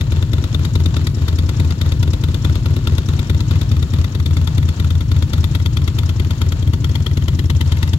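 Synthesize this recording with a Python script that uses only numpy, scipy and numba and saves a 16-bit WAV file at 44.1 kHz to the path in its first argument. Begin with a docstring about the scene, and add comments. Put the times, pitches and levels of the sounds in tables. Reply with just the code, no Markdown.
"""A big V-twin motorcycle idles on an asphalt lot, heard by a phone walking slowly round it.
The front cylinder fires every cycle, twice stumbling; the rear one often misses and burns weakly.
Each stroke rings the pipes as a thump, spits a crack of filtered hiss and knocks the muffler.
A brick wall sends these back as an echo, the asphalt and the lot return the cracks, and
valve-train clatter (hiss with small ticks) and a low rumble of noise run all through."""
import sys
import numpy as np
from scipy import signal
from scipy.fft import rfft, irfft, next_fast_len
from scipy.io import wavfile
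from scipy.ndimage import uniform_filter1d, map_coordinates
from numba import njit

SR = 44100
rng = np.random.default_rng(int(sys.argv[2]) if len(sys.argv) > 2 else 0)


def transcribe(signal):
    """Save signal, clipped to [-1, 1], as a 16-bit WAV file at the path in sys.argv[1]."""
    frames = np.atleast_2d(signal).T
    limited = np.clip(frames, -1, 1)
    pcm = np.round(limited * 32767).astype(np.int16)
    wavfile.write(sys.argv[1], SR, pcm)


def ratio_of_db(decibels):
    """Turn decibels (scalar or array-like) into linear amplitude factors; 0 dB maps to 1."""
    return 10 ** (np.asarray(decibels, float) / 20)


N = 351918  # samples, about 8 s


def colour(x, points, lag=((1, 0), (2, 0))):
    """Shape a sound by (Hz, dB) points, with an optional phase lag (Hz, radians)."""
    size = next_fast_len(N + 4096)
    hz = np.arange(size // 2 + 1) * SR / size
    point_hz, point_db = np.transpose(points)
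    lag_hz, lag_rad = np.transpose(lag)
    gain = ratio_of_db(np.interp(np.log(hz + 1), np.log(point_hz), point_db))
    turn = np.exp(-1j * np.interp(hz, lag_hz, lag_rad))
    return irfft(rfft(x, size) * gain * turn, size)[..., :N]


def level(x, db):
    """Scale to an rms level."""
    return x * ratio_of_db(db) / np.sqrt(np.mean(x ** 2))


@njit
def moving_bandpass(x, hz, width):
    """State-variable band-pass with a moving centre, where its gain is 1."""
    y, band, low = np.empty(len(x)), 0., 0.
    for i in range(len(x)):
        g, damping = np.tan(np.pi * hz[i] / SR), width / hz[i]
        v = (band + g * (x[i] - low)) / (1 + g * (g + damping))
        band, low = 2 * v - band, low + 2 * g * v
        y[i] = damping * v
    return y


def ringing(x, hz, width_hz, db):
    """One resonance, fixed or moving, on both microphone ports."""
    return ratio_of_db(db) * np.array([moving_bandpass(v, hz + np.zeros(N), width_hz) for v in x])


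def wander(rate):
    """Random levels held 1 / rate s and smoothed twice by a moving average that long."""
    hold = int(SR / rate)
    steps = np.repeat(rng.standard_normal(N // hold + 1), hold)
    return 1.03 * uniform_filter1d(uniform_filter1d(steps, hold), hold)[:N]


def hiss(wide, apart_hz):
    """Noise shared by both ports in the bass, partly unrelated higher up."""
    near, *apart = rng.standard_normal((3, N))
    highpass = signal.butter(2, apart_hz, "high", fs=SR, output="sos")
    return near + wide * signal.sosfilt(highpass, apart)


def add(out, piece, s):
    """Mix a short sound in at time s."""
    i = int(s * SR)
    a, b = max(i, 0), min(i + len(piece), N)
    out[a:max(a, b)] += piece[a - i:max(b - i, a - i)]


# Tone of the clatter. Each row: frequency in Hz, gain in dB.
CLATTER_TONE = [(100, -34), (200, 6.5), (400, 5), (700, -0.5), (1000, 4), (1400, -0.5), (2500, -4),
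                (3600, -0.5), (4300, -2.5), (5200, -8.5), (7200, -5.5), (9000, -25.5), (11800, -29),
                (16000, -40)]


def clatter(db, ticks_per_s=190.0, spread_db=3.5, tick_s=0.0028, tick_db=-8, flicker_db=2.17):
    """Valve gear, chain and intake: flickering hiss with small ticks and a faint casing ring."""
    size = ratio_of_db(spread_db * rng.exponential(size=N)) * (rng.random(N) < ticks_per_s / SR)
    ticks = signal.lfilter([1], [1, -np.exp(-1 / (tick_s * SR))], size)
    strength = ratio_of_db(flicker_db * wander(18)) + level(ticks, tick_db)
    gear = strength * hiss(wide=0.9, apart_hz=360.0)
    casing = ringing(gear, hz=916.0, width_hz=55.0, db=-4.0)
    return ratio_of_db(db) * level(colour(gear, CLATTER_TONE) + casing, 0)


# Tone of the rumble. Each row: frequency in Hz, gain in dB.
RUMBLE_TONE = [(25, -38), (40, -0.5), (60, -0.5), (85, -15), (150, -2), (200, -9), (300, -10.5),
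               (500, -47.5)]


def rumble(db=-28, flicker_db=1.0):
    """Turbulent low pipe noise whose level flickers gently under the thumps."""
    return level(colour(rng.standard_normal(N), RUMBLE_TONE) * ratio_of_db(flicker_db * wander(17)), db)


# How far the crank has turned, read at the front cylinder's exhaust stroke; the idle hunts up and down.
# Each row: time in seconds, engine cycles so far.
CRANK_TURNS = [(.0122, 0), (.1218, 1), (.548, 5), (.86, 8), (.9686, 9), (1.0718, 10), (1.17, 11),
               (1.2834, 12), (1.4942, 14), (2.0302, 19), (2.7664, 26), (2.9824, 28), (3.5124, 33),
               (3.7179, 35), (3.9387, 37), (4.1526, 39), (4.3704, 41), (4.475, 42), (4.6899, 44),
               (4.9073, 46), (5.01, 47), (5.5516, 52), (5.6623, 53), (5.9884, 56), (6.1985, 58),
               (6.419, 60), (6.6275, 62), (7.7221, 72), (7.8306, 73), (7.9352, 74)]
# Full strokes as heard on the way round, before scatter and overall gains. 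Each row: time in seconds,
# front thump in dB, front crack in dB, rear thump in dB, rear crack in dB.
FULL_STROKES = [(0, -0.7, -19, 0, -29), (.7, -0.4, -17.5, -0.5, -27), (1.4, -0.8, -17.5, 0.7, -28),
                (2.6, -.5, -17, 1.5, -26), (3.6, -.5, -18.5, 2, -25), (4.6, -1.1, -18, 0.5, -24),
                (5.4, -0.7, -16, 0.5, -25.5), (6.3, -1.5, -17, -1.5, -25), (6.9, 0, -15.5, 2, -27),
                (8, 1.4, -15, -3.3, -23.5)]
# Rear misfires, whose charge burns late and weakly. Each row: rough time in seconds, thump in dB.
WEAK_REAR_STROKES = [(.06, -7), (.277, -7.5), (.491, -7.5), (.7, -9.5), (.907, -6), (1.117, -9),
                     (1.542, -7.5), (1.755, -16), (1.97, -5), (2.183, -7.5), (2.395, -9), (2.605, -7.5),
                     (2.816, -6.5), (3.031, -9.5), (3.243, -17.5), (3.454, -6.5), (3.665, -5.5),
                     (3.875, -11), (4.094, -18), (4.526, -6.5), (4.74, -15), (5.059, -5), (5.275, -14),
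                     (5.492, -6), (5.709, -6.5), (5.927, -7), (6.144, -7.5), (6.357, -8.5), (6.573, -8),
                     (6.785, -7)]
# Front strokes that stumble. Each row: rough time in seconds, thump in dB, crack in dB.
WEAK_FRONT_STROKES = [(1.17, -4, -36), (6.627, -2.5, -26)]
# Random spread from stroke to stroke. One row: time in seconds, thump in dB, crack in dB.
STROKE_SCATTER = (0.00056, 0.85, 1.75)


def strokes(rear_follows=.451, weak_crack_db=-37.5):
    """Exhaust strokes (s, thump dB, crack dB), front and rear in turn, timed by the crank."""
    s, cycle = np.transpose(CRANK_TURNS)
    front = np.interp(np.arange(cycle[-1] + 1), cycle, s)
    rear = front[:-1] + rear_follows * np.diff(front)  # rear_follows is a share of a cycle
    when, *columns = np.transpose(FULL_STROKES)
    rows = np.zeros((len(front) + len(rear), 3))
    rows[::2] = np.transpose([front] + [np.interp(front, when, c) for c in columns[:2]])
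    rows[1::2] = np.transpose([rear] + [np.interp(rear, when, c) for c in columns[2:]])
    weak = [(np.argmin(abs(rows[:, 0] - t)), db) for t, db in WEAK_REAR_STROKES]
    # unburnt charge from a weak rear stroke strengthens the thump and crack of the next ones
    for k, db in weak:
        rows[k + 1, 1:] += 1.16, 0.55  # front, dB
        rows[k + 2, 1:] -= db * np.array((0.082, 0.32))  # rear, dB per dB missed
    rows += rng.standard_normal(rows.shape) * STROKE_SCATTER
    for k, db in weak:
        rows[k, 1:] = db, weak_crack_db
    for t, *dbs in WEAK_FRONT_STROKES:
        rows[np.argmin(abs(rows[:, 0] - t)), 1:] = dbs
    return rows


# Tone of the gas jet. Each row: frequency in Hz, gain in dB.
CRACK_TONE = [(200, -32), (480, 6.5), (750, -6.5), (1100, 4), (1400, 6.5), (1700, -0.5), (2000, 11),
              (2500, 0), (4200, -0.5), (5000, -9), (7000, -5), (9300, -26), (11500, -3.5), (15500, -24)]


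def cracks(fired, bright_hz, peak_s=-0.00093, rise_s=0.0018, fall_s=0.0046, tail_db=-13, tail_s=0.0073,
           crack_db=-2.5, rear_ring_db=-7):
    """A short jet of gas at each stroke, coloured by muffler and shell; a bright resonance rings most on front
    strokes."""
    gates, t = np.zeros((2, N)), np.arange(SR // 14) / SR - 6 * rise_s
    fall = (np.exp(-t / fall_s) + ratio_of_db(tail_db) * np.exp(-t / tail_s)) / (1 + ratio_of_db(tail_db))
    for k, (s, _, db) in enumerate(fired):
        puff = np.where(t < 0, np.exp(t / rise_s), fall)
        add(gates[k % 2], ratio_of_db(db) * puff, s + peak_s + t[0])
    gas = hiss(wide=0.73, apart_hz=3870.0)
    jet = gates.sum(axis=0) * gas
    bright_gas = (gates[0] + ratio_of_db(rear_ring_db) * gates[1]) * gas
    bright_ring = ringing(bright_gas, bright_hz, width_hz=465.0, db=12)
    shell = ringing(jet, hz=934.0, width_hz=55.0, db=8.0)
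    shell += ringing(jet, hz=1360.0, width_hz=75.0, db=-0.5)
    shell += ringing(jet, hz=2010.0, width_hz=37.0, db=-3.0)
    return ratio_of_db(crack_db) * (colour(jet, CRACK_TONE) + bright_ring + shell)


def delayed(x, lag_ms):
    """Read a sound at a moving lag, as along a path that changes length."""
    place = np.arange(N) - lag_ms / 1000 * SR
    return np.array([map_coordinates(v, [place], order=3) for v in x])


def lot(x, t60_s=0.72, db=-17):
    """Diffuse return from the buildings round the lot: a fading noise tail, different at each port."""
    t = np.arange(int(.6 * SR)) / SR
    tail = rng.standard_normal((2, len(t))) * 1000. ** (-t / t60_s) * (1 - np.exp(-t / 0.004))
    return ratio_of_db(db) * signal.fftconvolve(x, tail / np.sqrt(np.sum(tail[0] ** 2)), axes=1)[:, :N]


def stroke_kind(k, thump_db, misfire_below_db=-4):
    """0 for a front stroke, 1 for a rear one, 2 for a misfire."""
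    return 2 if thump_db < misfire_below_db else k % 2


def ring(t, modes, kind, detune, scatter_db, rise_s=.01):
    """Damped pipe modes that swell in as the valve moves."""
    t = np.maximum(t, 0)
    tones = 0
    for (hz, t60, *sizes), db in zip(modes, scatter_db):
        fade = 1000. ** (-t / t60)
        tones = tones + sizes[kind] * ratio_of_db(db) * np.sin(2 * np.pi * hz * detune * t) * fade
    return (1 - np.exp(-t / rise_s)) * tones


# Pipe modes rung as the exhaust valve opens. Each row: frequency in Hz before detuning, time to fade
# 60 dB in seconds, then signed size for a front stroke, a rear stroke and a misfire.
BLOWDOWN_MODES = [(73.8, .4, -.25, -.214, .51), (103.7, .324, .331, .403, .59),
                  (131.4, .4, .112, .207, .21), (233.7, .057, -.233, .057, .045),
                  (316.6, .033, -.243, .005, -.04)]
# Pipe modes rung as the flow chokes and washes back. 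Each row: frequency in Hz before detuning, time to
# fade 60 dB in seconds, then signed size for a front stroke, a rear stroke and a misfire.
BACKWASH_MODES = [(85.1, .148, .073, .341, -.47), (102.3, .084, .183, .409, 1.47),
                  (137.6, .08, -.281, -.353, -.6), (146.9, .025, -.394, .205, -1.45)]
# Valve timing, with a row each for front, rear and misfire (bark() uses it too).
# Each row: seconds the valve opens before the stroke time, seconds the flow chokes after it.
VALVE_TIMES = [(.0075, .0243), (.0076, .0134), (.0091, .018)]


def thumps(fired, detune=.014, choke_s=.0045, choke_jitter_s=0.00032, scatter_db=.9):
    """Blowdown as the valve opens, choked and followed by a backwash; no two strokes ring quite alike."""
    out, t = np.zeros(N), np.arange(SR // 6) / SR
    chance = rng.standard_normal((len(fired), 11))
    for k, ((s, db, _), c) in enumerate(zip(fired, chance)):
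        kind = stroke_kind(k, db)
        opens, chokes = VALVE_TIMES[kind]
        after = t - opens - chokes - choke_jitter_s * c[0]
        pitch = 1 + detune * c[1]
        blow = ring(t, BLOWDOWN_MODES, kind, pitch, scatter_db * c[2:7])
        blow = blow * np.exp(-np.maximum(after, 0) / choke_s)
        wash = ring(after, BACKWASH_MODES, kind, pitch, scatter_db * c[7:])
        add(out, ratio_of_db(db) * (blow + wash), s - opens)
    return out


# Muffler shell modes knocked by every pressure front. Each row: frequency in Hz, width in Hz, gain in dB.
MUFFLER_MODES = [(249, 42, -17), (271, 25, -5.5), (299.8, 18.4, -4), (365.4, 33, -1.5), (421, 77, -7.5),
                 (503, 32, -8), (604, 60, -6)]


def bark(fired, db, rear_db=-4, choke_db=-4.5, dull_db=6, scatter_db=2.8, late_s=0.0016, front_s=0.0012):
    """Each stroke knocks the muffler modes twice: for the opening valve and, duller, the choking flow."""
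    out = np.zeros(N)
    for hz, width_hz, mode_db in MUFFLER_MODES:
        knocks = np.zeros(N)
        chance = rng.standard_normal((len(fired), 2))  # every mode gets its own share
        for k, ((s, thump_db, _), c) in enumerate(zip(fired, chance)):
            open_db = thump_db + rear_db * (k % 2) + scatter_db * c[0]
            shut_db = choke_db - dull_db * np.log2(hz / 240) + scatter_db * c[1]
            add(knocks, [ratio_of_db(open_db)], s + late_s)
            add(knocks, [-ratio_of_db(shut_db)], s + VALVE_TIMES[stroke_kind(k, thump_db)][1])
        mode = moving_bandpass(knocks, hz + np.zeros(N), float(width_hz))
        out += ratio_of_db(mode_db) * mode / np.sqrt(width_hz)
    return ratio_of_db(db) * level(uniform_filter1d(out, int(front_s * SR)), 0)


def brick(x, smear_s=0.0053):
    """Pillars, benches and courses of brick spread the echo over a few milliseconds."""
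    t = np.arange(SR // 30) / SR
    scatter = rng.standard_normal((2, len(t))) * np.exp(-t / smear_s)
    return signal.fftconvolve(x, scatter / np.sqrt(np.sum(scatter[0] ** 2)), axes=1)[:, :N]


# Tone of the wall's echo. Each row: frequency in Hz, gain in dB.
WALL_TONE = [(60, -13.5), (300, -4.5), (1500, -25), (4000, -18.5), (5500, -1.5), (7500, -2.5), (10000, -13),
             (16000, -31)]


def wall_echo(crack, thump, wall_ms):
    """The pipes point at the wall, so their bright beam comes back strongest."""
    return colour(delayed(brick(crack) + thump, wall_ms - 2), WALL_TONE)


# Walking round the motorcycle. Each row: time in seconds, wall echo lag in ms (the echo comes 2 ms sooner),
# ground bounce lag in ms, bright resonance of the cracks in Hz, clatter in dB, bark in dB.
WALK_ROUND = [(0, 99.4, 0.76, 3450, -35, -33.5), (1.3, 75, 0.86, 3760, -36, -33.5),
              (2.7, 79, 0.778, 3380, -35, -33), (4, 78, 0.86, 3640, -36.5, -36),
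              (5.3, 72.5, 0.847, 3530, -37, -37.5), (6.6, 72, 0.85, 3300, -37.5, -35),
              (8, 62, 1.08, 3370, -37.5, -38)]


def scene():
    """Engine, its bounce off the asphalt, its echo from the wall, the lot's return and the rumble."""
    s, *columns = np.transpose(WALK_ROUND)
    paths = [np.interp(np.arange(N) / SR, s, c) for c in columns]
    wall_ms, ground_ms, bright_hz, clatter_db, bark_db = paths
    fired = strokes()
    gear = clatter(clatter_db)
    crack = cracks(fired, bright_hz)
    # the changing path via the asphalt moves the comb of notches in the cracks
    bounce = ratio_of_db(-9) * delayed(crack, ground_ms)
    thump = ratio_of_db(4.0) * thumps(fired) + bark(fired, bark_db)
    echo = wall_echo(crack, thump, wall_ms)
    return thump + crack + gear + bounce + echo + rumble() + lot(crack)


def band_limit(x):
    """A steep low-pass at the top of the band."""
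    return signal.sosfilt(signal.butter(12, 16310, fs=SR, output="sos"), x)


# Right microphone port against the left. Each row: frequency in Hz, gain in dB.
RIGHT_PORT_TONE = [(60, -2.5), (350, -4.5), (680, 1.5), (1000, -14), (1700, 1.5), (2000, -12), (2500, -0.5),
                   (3600, -16), (5000, -1), (7000, -25.5), (9500, -11), (11500, -9), (16000, -3)]
# Phase between the ports. Each row: frequency in Hz, radians by which the left port leads.
RIGHT_PORT_LAG = [(0, -0.5), (60, 0.53), (150, -0.07), (300, 0), (700, 1.43), (1460, 1), (1810, 5),
                  (2070, 3.5), (3100, 5.5), (3700, 3.5), (4480, 13.5), (7840, 33.5), (16000, 49)]
# Edges of what the phone picks up. One row: low edge in Hz, high edge in Hz.
PHONE_BAND = (28, 15900)


def record(dry):
    """The right port is shaded and out of step with the left; the phone cuts deep bass and the top."""
    ports = np.array([dry[0], colour(dry[1], RIGHT_PORT_TONE, RIGHT_PORT_LAG)])
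    bass_cut = signal.butter(1, PHONE_BAND[0], "high", fs=SR, output="sos")
    top_cut = signal.ellip(8, .2, 60, PHONE_BAND[1], fs=SR, output="sos")
    ports = signal.sosfilt(top_cut, signal.sosfilt(bass_cut, ports))
    return band_limit(ports)


dry = scene()
out = record(dry)
transcribe(out)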